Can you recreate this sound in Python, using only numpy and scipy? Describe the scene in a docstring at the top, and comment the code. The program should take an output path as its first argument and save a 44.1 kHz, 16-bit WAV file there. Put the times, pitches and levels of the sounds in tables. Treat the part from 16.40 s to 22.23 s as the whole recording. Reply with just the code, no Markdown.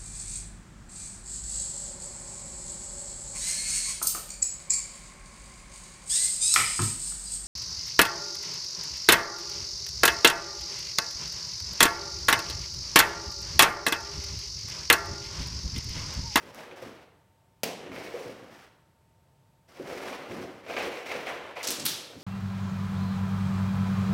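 """Paws scuff a rug and thud on the boards beneath: a small dog romps in a living room, a few metres away.
Fibres catch and let go; each landing rings the floorboard modes. A rolled-up corner of the rug uncurls
and slaps down. The dog dashes off, its claws skittering over bare wood in tiny noise bursts.
The room adds echoes and reverb. Under it all lie the house's rumble and two faint electrical whines."""
import sys
import numpy as np
from scipy import signal
from scipy.fft import rfft, irfft, next_fast_len
from scipy.io import wavfile

SR = 44100
rng = np.random.default_rng(int(sys.argv[2]) if len(sys.argv) > 2 else 0)


def master(y):
    """Save y as 16-bit WAV."""
    cut = np.clip(np.atleast_2d(y).T, -1, 1)
    pcm = np.round(cut * 32767)  # scale
    wavfile.write(sys.argv[1], SR, pcm.astype(np.int16))


N = 257103
TIME_S = np.arange(N) / SR

# Paw sweeps over the rug. Each row: start in seconds, length in seconds, relative levels in dB of
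# weave rasp, pile hiss and board drumming, grip from 0 to 1.
PAW_STROKES = [(-0.02, 0.12, -51, -59.5, -49.5, 0), (0.128, 0.098, -48, -56, -46.5, .02),
               (0.197, 0.13, -51, -69, -48.5, .02), (0.356, 0.031, -49.5, -58.5, -46, 0.1),
               (0.412, 0.056, -47, -56, -49.5, 0), (0.477, .14, -56, -68, -57.5, 0.23),
               (1.384, .12, -49, -75, -53, 0), (1.506, 0.18, -44, -52.5, -39.5, 0.8),
               (1.688, 0.21, -46, -54, -46.5, 0.28), (1.876, 0.23, -54, -64, -50.5, 0.06),
               (2.094, 0.14, -53, -61.5, -64, 0), (3.276, 0.074, -58, -62.5, -56.5, 0),
               (3.341, 0.14, -50.5, -59.5, -47, 0.2), (3.44, 0.23, -43, -51.5, -38, 0.22),
               (3.637, 0.1, -42, -50.5, -37, .1), (3.758, 0.12, -46.5, -61, -42.5, 0.15),
               (3.876, 0.16, -47.5, -54.5, -39.5, 0.4), (4.038, .15, -53, -65, -49, 0.03),
               (4.228, .05, -52, -66, -46.5, .6), (4.272, 0.093, -40.5, -52, -38.5, 0.85),
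               (4.358, 0.11, -35.5, -47, -35.5, 0.45), (4.496, 0.11, -42.5, -53.5, -46.5, 0.64),
               (4.648, 0.076, -35.5, -49, -41, 0.77), (4.712, .12, -41, -53, -39, 0.14),
               (4.853, 0.059, -35, -51.5, -39, 0.2), (4.915, .19, -44, -66, -43.5, 0.22),
               (5.152, .06, -39, -54, -51, .55), (5.222, 0.098, -43, -60, -41.5, .15),
               (5.352, 0.083, -55, -62, -43, .2), (5.458, 0.19, -61, -56, -48.5, 0.7),
               (5.688, 0.062, -62, -59.5, -47.5, .1), (5.778, 0.052, -66, -55, -55, 0.47)]
# Noise spectra. Each row: frequency in Hz, relative density in dB.
BRUSH_SPECTRUM = [(300, -15), (700, 0), (950, 0.5), (1400, -1.5), (1900, -1), (2450, -6), (3200, -7.5),
                  (4300, -21), (6000, -22.5), (10000, -30)]  # weave, lightly brushed
DIG_SPECTRUM = [(400, -3), (750, 1), (1300, -11.5), (1800, -6.5), (2200, 6.5), (2600, -3), (3050, -13),
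                (4200, -12), (8000, -46)]  # backing, creaking under a hard dig
PILE_SPECTRUM = [(2000, -5), (3800, -3), (4700, 0.5), (5600, 1), (6700, -6.5), (10000, -10.5), (13000, -12),
                 (16000, -15)]  # pile hiss
DRUM_SPECTRUM = [(130, -69), (250, -6.5), (350, -6), (520, 0), (680, -4.5), (900, -11.5), (1500, -11.5)]  # boards under the rug
BOOM_SPECTRUM = [(35, -11), (70, -11), (120, 4), (170, 0.5), (260, 5), (400, -2), (800, -41)]  # subfloor
HOUSE_SPECTRUM = [(15, -42.5), (25, -25), (96, -3.5), (164, -7), (233, -18.5), (445, -20), (614, -19),
                  (684, -19.5), (782, -23), (895, -21.5), (1080, -26.5), (1570, -29), (6730, -38.5),
                  (7910, -38), (15500, -42)]  # background rumble and hiss
SLIP_SPECTRUM = [(200, -49), (600, 5), (950, -3), (1400, -6), (1900, -4), (2450, 1.5), (3100, -10.5),
                 (4000, -16.5), (6000, -21.5), (15000, -64)]  # paw breaking loose
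CRACK_SPECTRUM = [(250, -23), (600, -10), (1100, -36), (1400, 0), (1950, -4.5), (2700, 0.5), (3800, -11.5),
                  (5000, -1), (8000, -11.5), (15000, -8.5)]  # backing hitting wood
# Floorboard modes. Each row: frequency in Hz, relative level in dB, T60 in seconds.
BOARD_MODES = [(164, -8, 0.072), (242.4, -12.5, 0.24), (268, -7, 0.11), (363.7, 1, 0.096), (485.3, 1, 0.1),
               (516, 0.5, 0.057), (564, -7.5, 0.21), (680.5, -10.5, 0.16), (950, -10, 0.017)]
# Dog's weight on the subfloor. Each row: start in seconds, length in seconds, relative level in dB.
WEIGHT_HEAVES = [(-0.02, 0.19, -50), (0.425, 0.034, -41.5), (1.37, 0.084, -48.5), (1.485, 0.045, -40),
                 (1.84, .05, -43.5), (1.95, 0.23, -52.5), (3.38, 0.088, -48), (3.88, 0.1, -38),
                 (3.99, 0.083, -47), (4.76, 0.053, -51), (5.275, .04, -47), (5.375, 0.085, -41.5),
                 (5.745, 0.028, -43.5)]
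# Electrical whines. Each row: frequency in Hz, RMS level in dB.
ELECTRICAL_WHINES = [(904, -76), (8000, -91)]
# Claw tips striking wood. Each row: start in seconds, peak level in dB.
CLAW_TIPS = [(0.1468, -34), (0.372, -55), (0.4235, -42), (5.274, -20), (5.3058, -12), (5.4529, -15.5),
             (5.4559, -11), (5.4608, -12), (5.4649, -15.5), (5.4647, -10.5), (5.467, -18.5)]
# Skids on bare wood. Each row: start in seconds, length in seconds, typical peak in dB, nail pitch in Hz.
CLAW_SKIDS = [(5.227, 0.026, -25, 5160), (5.269, .026, -21, 5800), (5.306, .018, -25, 7100),
              (5.3965, 0.0072, -30.5, 5640), (5.458, 0.011, -21, 10820), (5.474, .022, -23.5, 5830)]
# Band in which the wood answers a claw: lower edge in Hz, upper edge in Hz.
WOOD_EDGES_HZ = [2870, 6800]
# Paws slipping on the weave. Each row: start in seconds, relative level in dB.
PAW_SLIPS = [(0.188, -34), (0.3122, -37.5), (1.462, -37), (1.518, -32), (1.563, -29.5), (3.7286, -29),
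             (4.2644, -31), (4.2985, -24), (4.3663, -16.5), (4.4021, -21), (4.57, -29), (4.715, -20.5),
             (4.869, -23), (5.1682, -23.5)]
# Paws landing. Each row: start in seconds, relative level in dB, frequency the spot favours in Hz.
PAW_LANDINGS = [(0.319, -36, 486), (0.42, -26.5, 500), (1.461, -29, 422), (1.741, -22.5, 464),
                (1.805, -25, 530), (1.856, -30.5, 483), (3.397, -21.5, 394), (3.911, -25.5, 318),
                (3.994, -30, 289.4), (4.038, -25.5, 680), (4.296, -18, 657), (4.469, -20, 468),
                (4.574, -24.5, 546), (4.743, -21.5, 550), (5.173, -27, 605), (5.292, -27.5, 377)]
# Rug edge meeting the floor, tip first. Each row: start in seconds, relative level in dB, T60 in seconds.
RUG_CONTACTS = [(1.2334, -13, 0.0069), (1.234, -25.5, 0.037), (1.2365, -21.5, 0.025), (1.241, -23, 0.011)]
# Board modes under the falling rug. Each row: frequency in Hz, relative level in dB, T60 in seconds.
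THUMP_MODES = [(204, -14.5, 0.068), (252, -10.5, 0.066), (500, -6, 0.045), (560, -9.5, 0.02),
               (637, -7.5, 0.02), (905, -30, 0.0072)]
# Wall and ceiling reflections. Each row: delay in seconds, gain in dB.
WALL_ECHOES = [(0.0107, -13.5), (0.019, -12), (.0295, -19.5), (0.032, -19.5), (.043, -9.5), (.056, -16.5)]
# Reverb decay. Each row: frequency in Hz, T60 in seconds.
REVERB_DECAY = [(100, 0.57), (500, 0.86), (1500, 0.96), (3500, 0.74), (6000, 0.58), (9000, 0.58),
                (15000, 0.23)]
# Reverb colour. Each row: frequency in Hz, gain in dB.
REVERB_GAINS = [(100, 0), (300, 3.5), (520, 2.5), (1000, 2.5), (2000, 0), (3500, 2), (6000, -2),
                (9000, -5.5), (15000, -6)]


def from_db(db):
    return 10 ** (np.asarray(db) / 20)


def unit_rms(x):
    return x / np.sqrt(np.mean(x ** 2) + 1e-20)


def butter(x, order, edges_hz, kind):
    return signal.sosfilt(signal.butter(order, edges_hz, kind, fs=SR, output="sos"), x)


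def at_hz(points, hz):
    """Interpolate a table over log frequency."""
    knots_hz, values = np.transpose(points)
    return np.interp(np.log(np.maximum(hz, 1)), np.log(knots_hz), values)


def colour(x, spectrum):
    """Filter by (Hz, dB) points, 12 dB/octave skirts; RMS 1."""
    size = next_fast_len(N)
    hz = np.arange(size // 2 + 1) * SR / size
    skirts = np.minimum(1, hz / spectrum[0][0]) ** 2 / np.maximum(1, hz / spectrum[-1][0]) ** 2
    return unit_rms(irfft(rfft(x, size) * from_db(at_hz(spectrum, hz)) * skirts, size)[:N])


def noise(spectrum):
    return colour(rng.standard_normal(N), spectrum)


def grains(per_s, spread_db):
    """Random clicks of uneven size."""
    sizes = from_db(spread_db * np.minimum(rng.exponential(1, N), 4)) * rng.choice([-1, 1], N)
    return sizes * (rng.random(N) < per_s / SR)


def decay(start_s, t60_s):
    """Envelope: jump to 1, exponential fall."""
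    out, start = np.zeros(N), round(start_s * SR)
    age_s = TIME_S[:min(SR // 3, N - start)]
    out[start:start + len(age_s)] = from_db(-60 * np.clip(age_s / t60_s, 0, 4))
    return out


def impulses(times_s, levels_db):
    out = np.zeros(N)
    samples = np.round(np.asarray(times_s) * SR).astype(int)
    np.add.at(out, np.clip(samples, 0, N - 1), from_db(levels_db))
    return out


def ring(clicks, hz, t60_s):
    """One mode: a unit click starts a decaying unit sine."""
    radius, angle = from_db(-60 / (t60_s * SR)), 2 * np.pi * hz / SR
    return signal.lfilter([0, np.sin(angle)], [1, -2 * radius * np.cos(angle), radius ** 2], clicks + 1e-18)


def effort(pushes, attack_share=0.25, sag_db_per_s=9.5, release_db_per_s=174):
    """Envelope of pushes summed in power: each swells, sags and dies as the paw lifts."""
    power = np.zeros(N)
    for start_s, length_s, db in pushes:
        span = slice(max(round(start_s * SR), 0), round((start_s + length_s + 0.5) * SR))
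        age_s = TIME_S[span] - start_s
        attack = np.clip(age_s / (attack_share * length_s), 0, 1)
        fall_db = sag_db_per_s * age_s + release_db_per_s * np.maximum(age_s - length_s, 0)
        power[span] += (attack * from_db(db - fall_db)) ** 2
    return np.sqrt(power)


def scuffing(brush_db, dig_db, pile_db, jerk_db):
    """Fibres catch and let go in jerks; grip turns light brushing into a creaking dig."""
    start_s, length_s, weave_db, hiss_db, _, grip = np.transpose(PAW_STROKES)
    grip = np.clip(grip, 0.001, 0.999)
    jerks = from_db(jerk_db * noise([(8, -2.5), (40, -2), (90, -48)]))
    brush = from_db(brush_db) * colour(grains(per_s=3500, spread_db=2), BRUSH_SPECTRUM)
    brush *= effort(zip(start_s, length_s, weave_db + 10 * np.log10(1 - grip)))
    dig = from_db(dig_db) * colour(grains(per_s=1800, spread_db=3), DIG_SPECTRUM)
    dig *= effort(zip(start_s, length_s, weave_db + 10 * np.log10(grip)))
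    pile = from_db(pile_db) * colour(grains(per_s=4000, spread_db=2), PILE_SPECTRUM)
    pile *= effort(zip(start_s, length_s, hiss_db))
    return jerks * (brush + dig + pile)


def treading(drum_db, ring_db, boom_db, stroke_boom_db):
    """Soft pushes through the rug drum and ring the boards; the dog's full weight booms the subfloor."""
    start_s, length_s, _, _, press_db, _ = np.transpose(PAW_STROKES)
    press = effort(zip(start_s, length_s, press_db))
    drum = colour(grains(per_s=900, spread_db=3), DRUM_SPECTRUM)
    modes = sum(from_db(db) * ring(grains(per_s=200, spread_db=4), hz, t60_s)
                for hz, db, t60_s in BOARD_MODES)
    boards = from_db(drum_db) * drum + from_db(ring_db) * unit_rms(modes)
    boom = from_db(boom_db) * colour(grains(per_s=440, spread_db=2), BOOM_SPECTRUM)
    weight = np.hypot(effort(WEIGHT_HEAVES), from_db(stroke_boom_db) * press)
    return boards * press + boom * weight


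def background(rumble_db, waver_hz):
    """House rumble and hiss; two faint, slightly wavering electrical whines, mid-pitched and very high."""
    drift_hz = waver_hz * noise([(5, 5), (30, 5.5), (60, -24)])
    whine = sum(from_db(db) * unit_rms(np.sin(2 * np.pi * np.cumsum(hz + drift_hz) / SR))
                for hz, db in ELECTRICAL_WHINES)
    return from_db(rumble_db) * noise(HOUSE_SPECTRUM) + whine


def claw_contacts(tip_hz=10000, tip_t60_s=0.0022, per_skid=6, catch_t60_s=0.016, scatter_db=2):
    """A tip strikes once, high and short; a skid is an uneven run of longer catches."""
    contacts = [(start_s, db, tip_hz, tip_t60_s) for start_s, db in CLAW_TIPS]
    for start_s, length_s, db, hz in CLAW_SKIDS:
        places = (np.arange(per_skid) + rng.random(per_skid)) / per_skid
        for catch_s in start_s + length_s * places:
            contacts.append((catch_s, db + scatter_db * rng.normal(), hz, catch_t60_s))
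    return contacts


def claw_ticks(edge_ratio, wood_db):
    """Each contact is a noise burst: the nail rings around its pitch, the wood always in one band."""
    age_s, out = np.arange(SR // 20) / SR, np.zeros(N)
    for start_s, peak_db, hz, t60_s in claw_contacts():
        force = rng.standard_normal(len(age_s)) * from_db(-60 * age_s / t60_s)
        nail = butter(force, 2, [hz / edge_ratio, min(hz * edge_ratio, 0.45 * SR)], "band")
        wood = butter(force, 1, WOOD_EDGES_HZ, "band")
        tick = nail + from_db(wood_db) * wood
        start = round(start_s * SR)
        out[start:start + len(tick)] += from_db(peak_db) * tick / np.abs(tick).max()
    return out


def plank_knocks(gain_db, hz, t60_s):
    """Each claw tip briefly rings the plank under it."""
    start_s, db = np.transpose(CLAW_TIPS)
    return ring(impulses(start_s, db + gain_db), hz, t60_s)


def paw_slips(gain_db, t60_s):
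    """A paw breaks loose from the weave: a rasp that starts hard and dies."""
    force = sum(from_db(db + gain_db) * decay(start_s, t60_s) for start_s, db in PAW_SLIPS)
    return force * colour(grains(per_s=4000, spread_db=2.5), SLIP_SPECTRUM)


def paw_thuds(gain_db, focus_db_per_octave, scatter_db):
    """A landing strikes all board modes, chiefly those near the pitch its spot favours."""
    start_s, landing_db, favoured_hz = np.transpose(PAW_LANDINGS)
    random_db = rng.normal(0, scatter_db, (len(start_s), len(BOARD_MODES)))
    out = np.zeros(N)
    for k, (hz, mode_db, t60_s) in enumerate(BOARD_MODES):
        detune_db = focus_db_per_octave * np.abs(np.log2(hz / favoured_hz))
        strike_db = landing_db + gain_db + mode_db + random_db[:, k] - detune_db
        out += (-1) ** k * ring(impulses(start_s, strike_db), hz, t60_s)
    return out


def rug_crack(gain_db, low_cut_hz):
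    """The stiff backing cracks down on the wood in stages."""
    contact = sum(from_db(db + gain_db) * decay(start_s, t60_s) for start_s, db, t60_s in RUG_CONTACTS)
    return butter(contact * noise(CRACK_SPECTRUM), 2, low_cut_hz, "high")


def rug_thump(start_s, gain_db, low_cut_hz):
    """The rug's weight follows and thumps the boards."""
    blow = impulses([start_s], gain_db)
    modes = sum(from_db(db) * ring(blow, hz, t60_s) for hz, db, t60_s in THUMP_MODES)
    return butter(modes, 2, low_cut_hz, "high")


def wall_echoes(x, high_cut_hz):
    """The nearest surfaces return a few distinct, duller echoes."""
    dulled = butter(x, 1, high_cut_hz, "low")
    return sum(from_db(db) * np.pad(dulled, (round(delay_s * SR), 0))[:N] for delay_s, db in WALL_ECHOES)


def reverb(x, build_s):
    """Each band's energy feeds a diffuse field that builds and dies, the top treble first."""
    edges_hz, out = np.geomspace(70, 17000, 17), np.zeros(N)
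    white = rng.standard_normal((2, N))
    build_pole = np.exp(-1 / (build_s * SR))
    for k, band_hz in enumerate(zip(edges_hz, edges_hz[1:])):
        centre_hz = np.sqrt(band_hz[0] * band_hz[1])
        decay_pole = from_db(-60 / (at_hz(REVERB_DECAY, centre_hz) * SR)) ** 2
        power = butter(x + 1e-9 * white[0], 2, band_hz, "band") ** 2
        arriving = signal.lfilter([1 - build_pole], [1, -build_pole], power)
        energy = signal.lfilter([1 - decay_pole], [1, -decay_pole], arriving)
        carrier = unit_rms(butter(white[k % 2], 2, band_hz, "band"))
        out += from_db(at_hz(REVERB_GAINS, centre_hz)) * np.sqrt(energy) * carrier
    return out


def scene():
    """Dog and rug, direct and through the room, over the background; mono."""
    # Each row: sound, room send in dB.
    sources = [(scuffing(brush_db=-2.5, dig_db=-3, pile_db=-1, jerk_db=1.12), -6),
               (treading(drum_db=-5, ring_db=-7.5, boom_db=-4, stroke_boom_db=-19.5), -7),
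               (paw_thuds(gain_db=-6, focus_db_per_octave=24, scatter_db=2.5), -6),
               (paw_slips(gain_db=-8.5, t60_s=0.063), -3),
               (rug_crack(gain_db=-4.5, low_cut_hz=300), -2.5),
               (rug_thump(start_s=1.2345, gain_db=-19, low_cut_hz=220), -1),
               (claw_ticks(edge_ratio=1.41, wood_db=4.5), 1),
               (plank_knocks(gain_db=-19.5, hz=1440, t60_s=0.005), 0)]
    direct = sum(sound for sound, _ in sources)
    send = sum(from_db(send_db) * sound for sound, send_db in sources)
    reflected = wall_echoes(send, high_cut_hz=3480) + reverb(send, build_s=0.0026)
    return (direct + reflected + background(rumble_db=-64.23, waver_hz=3.5))[None]


def record(dry):
    """A small microphone loses the deep bass; the top is cut steeply."""
    low_cut_hz, high_cut_hz = 36, 15900
    steep_low_pass = signal.ellip(10, 0.2, 80, high_cut_hz, fs=SR, output="sos")
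    return signal.sosfilt(steep_low_pass, butter(dry, 2, low_cut_hz, "high"))


dry = scene()
out = record(dry)
master(out)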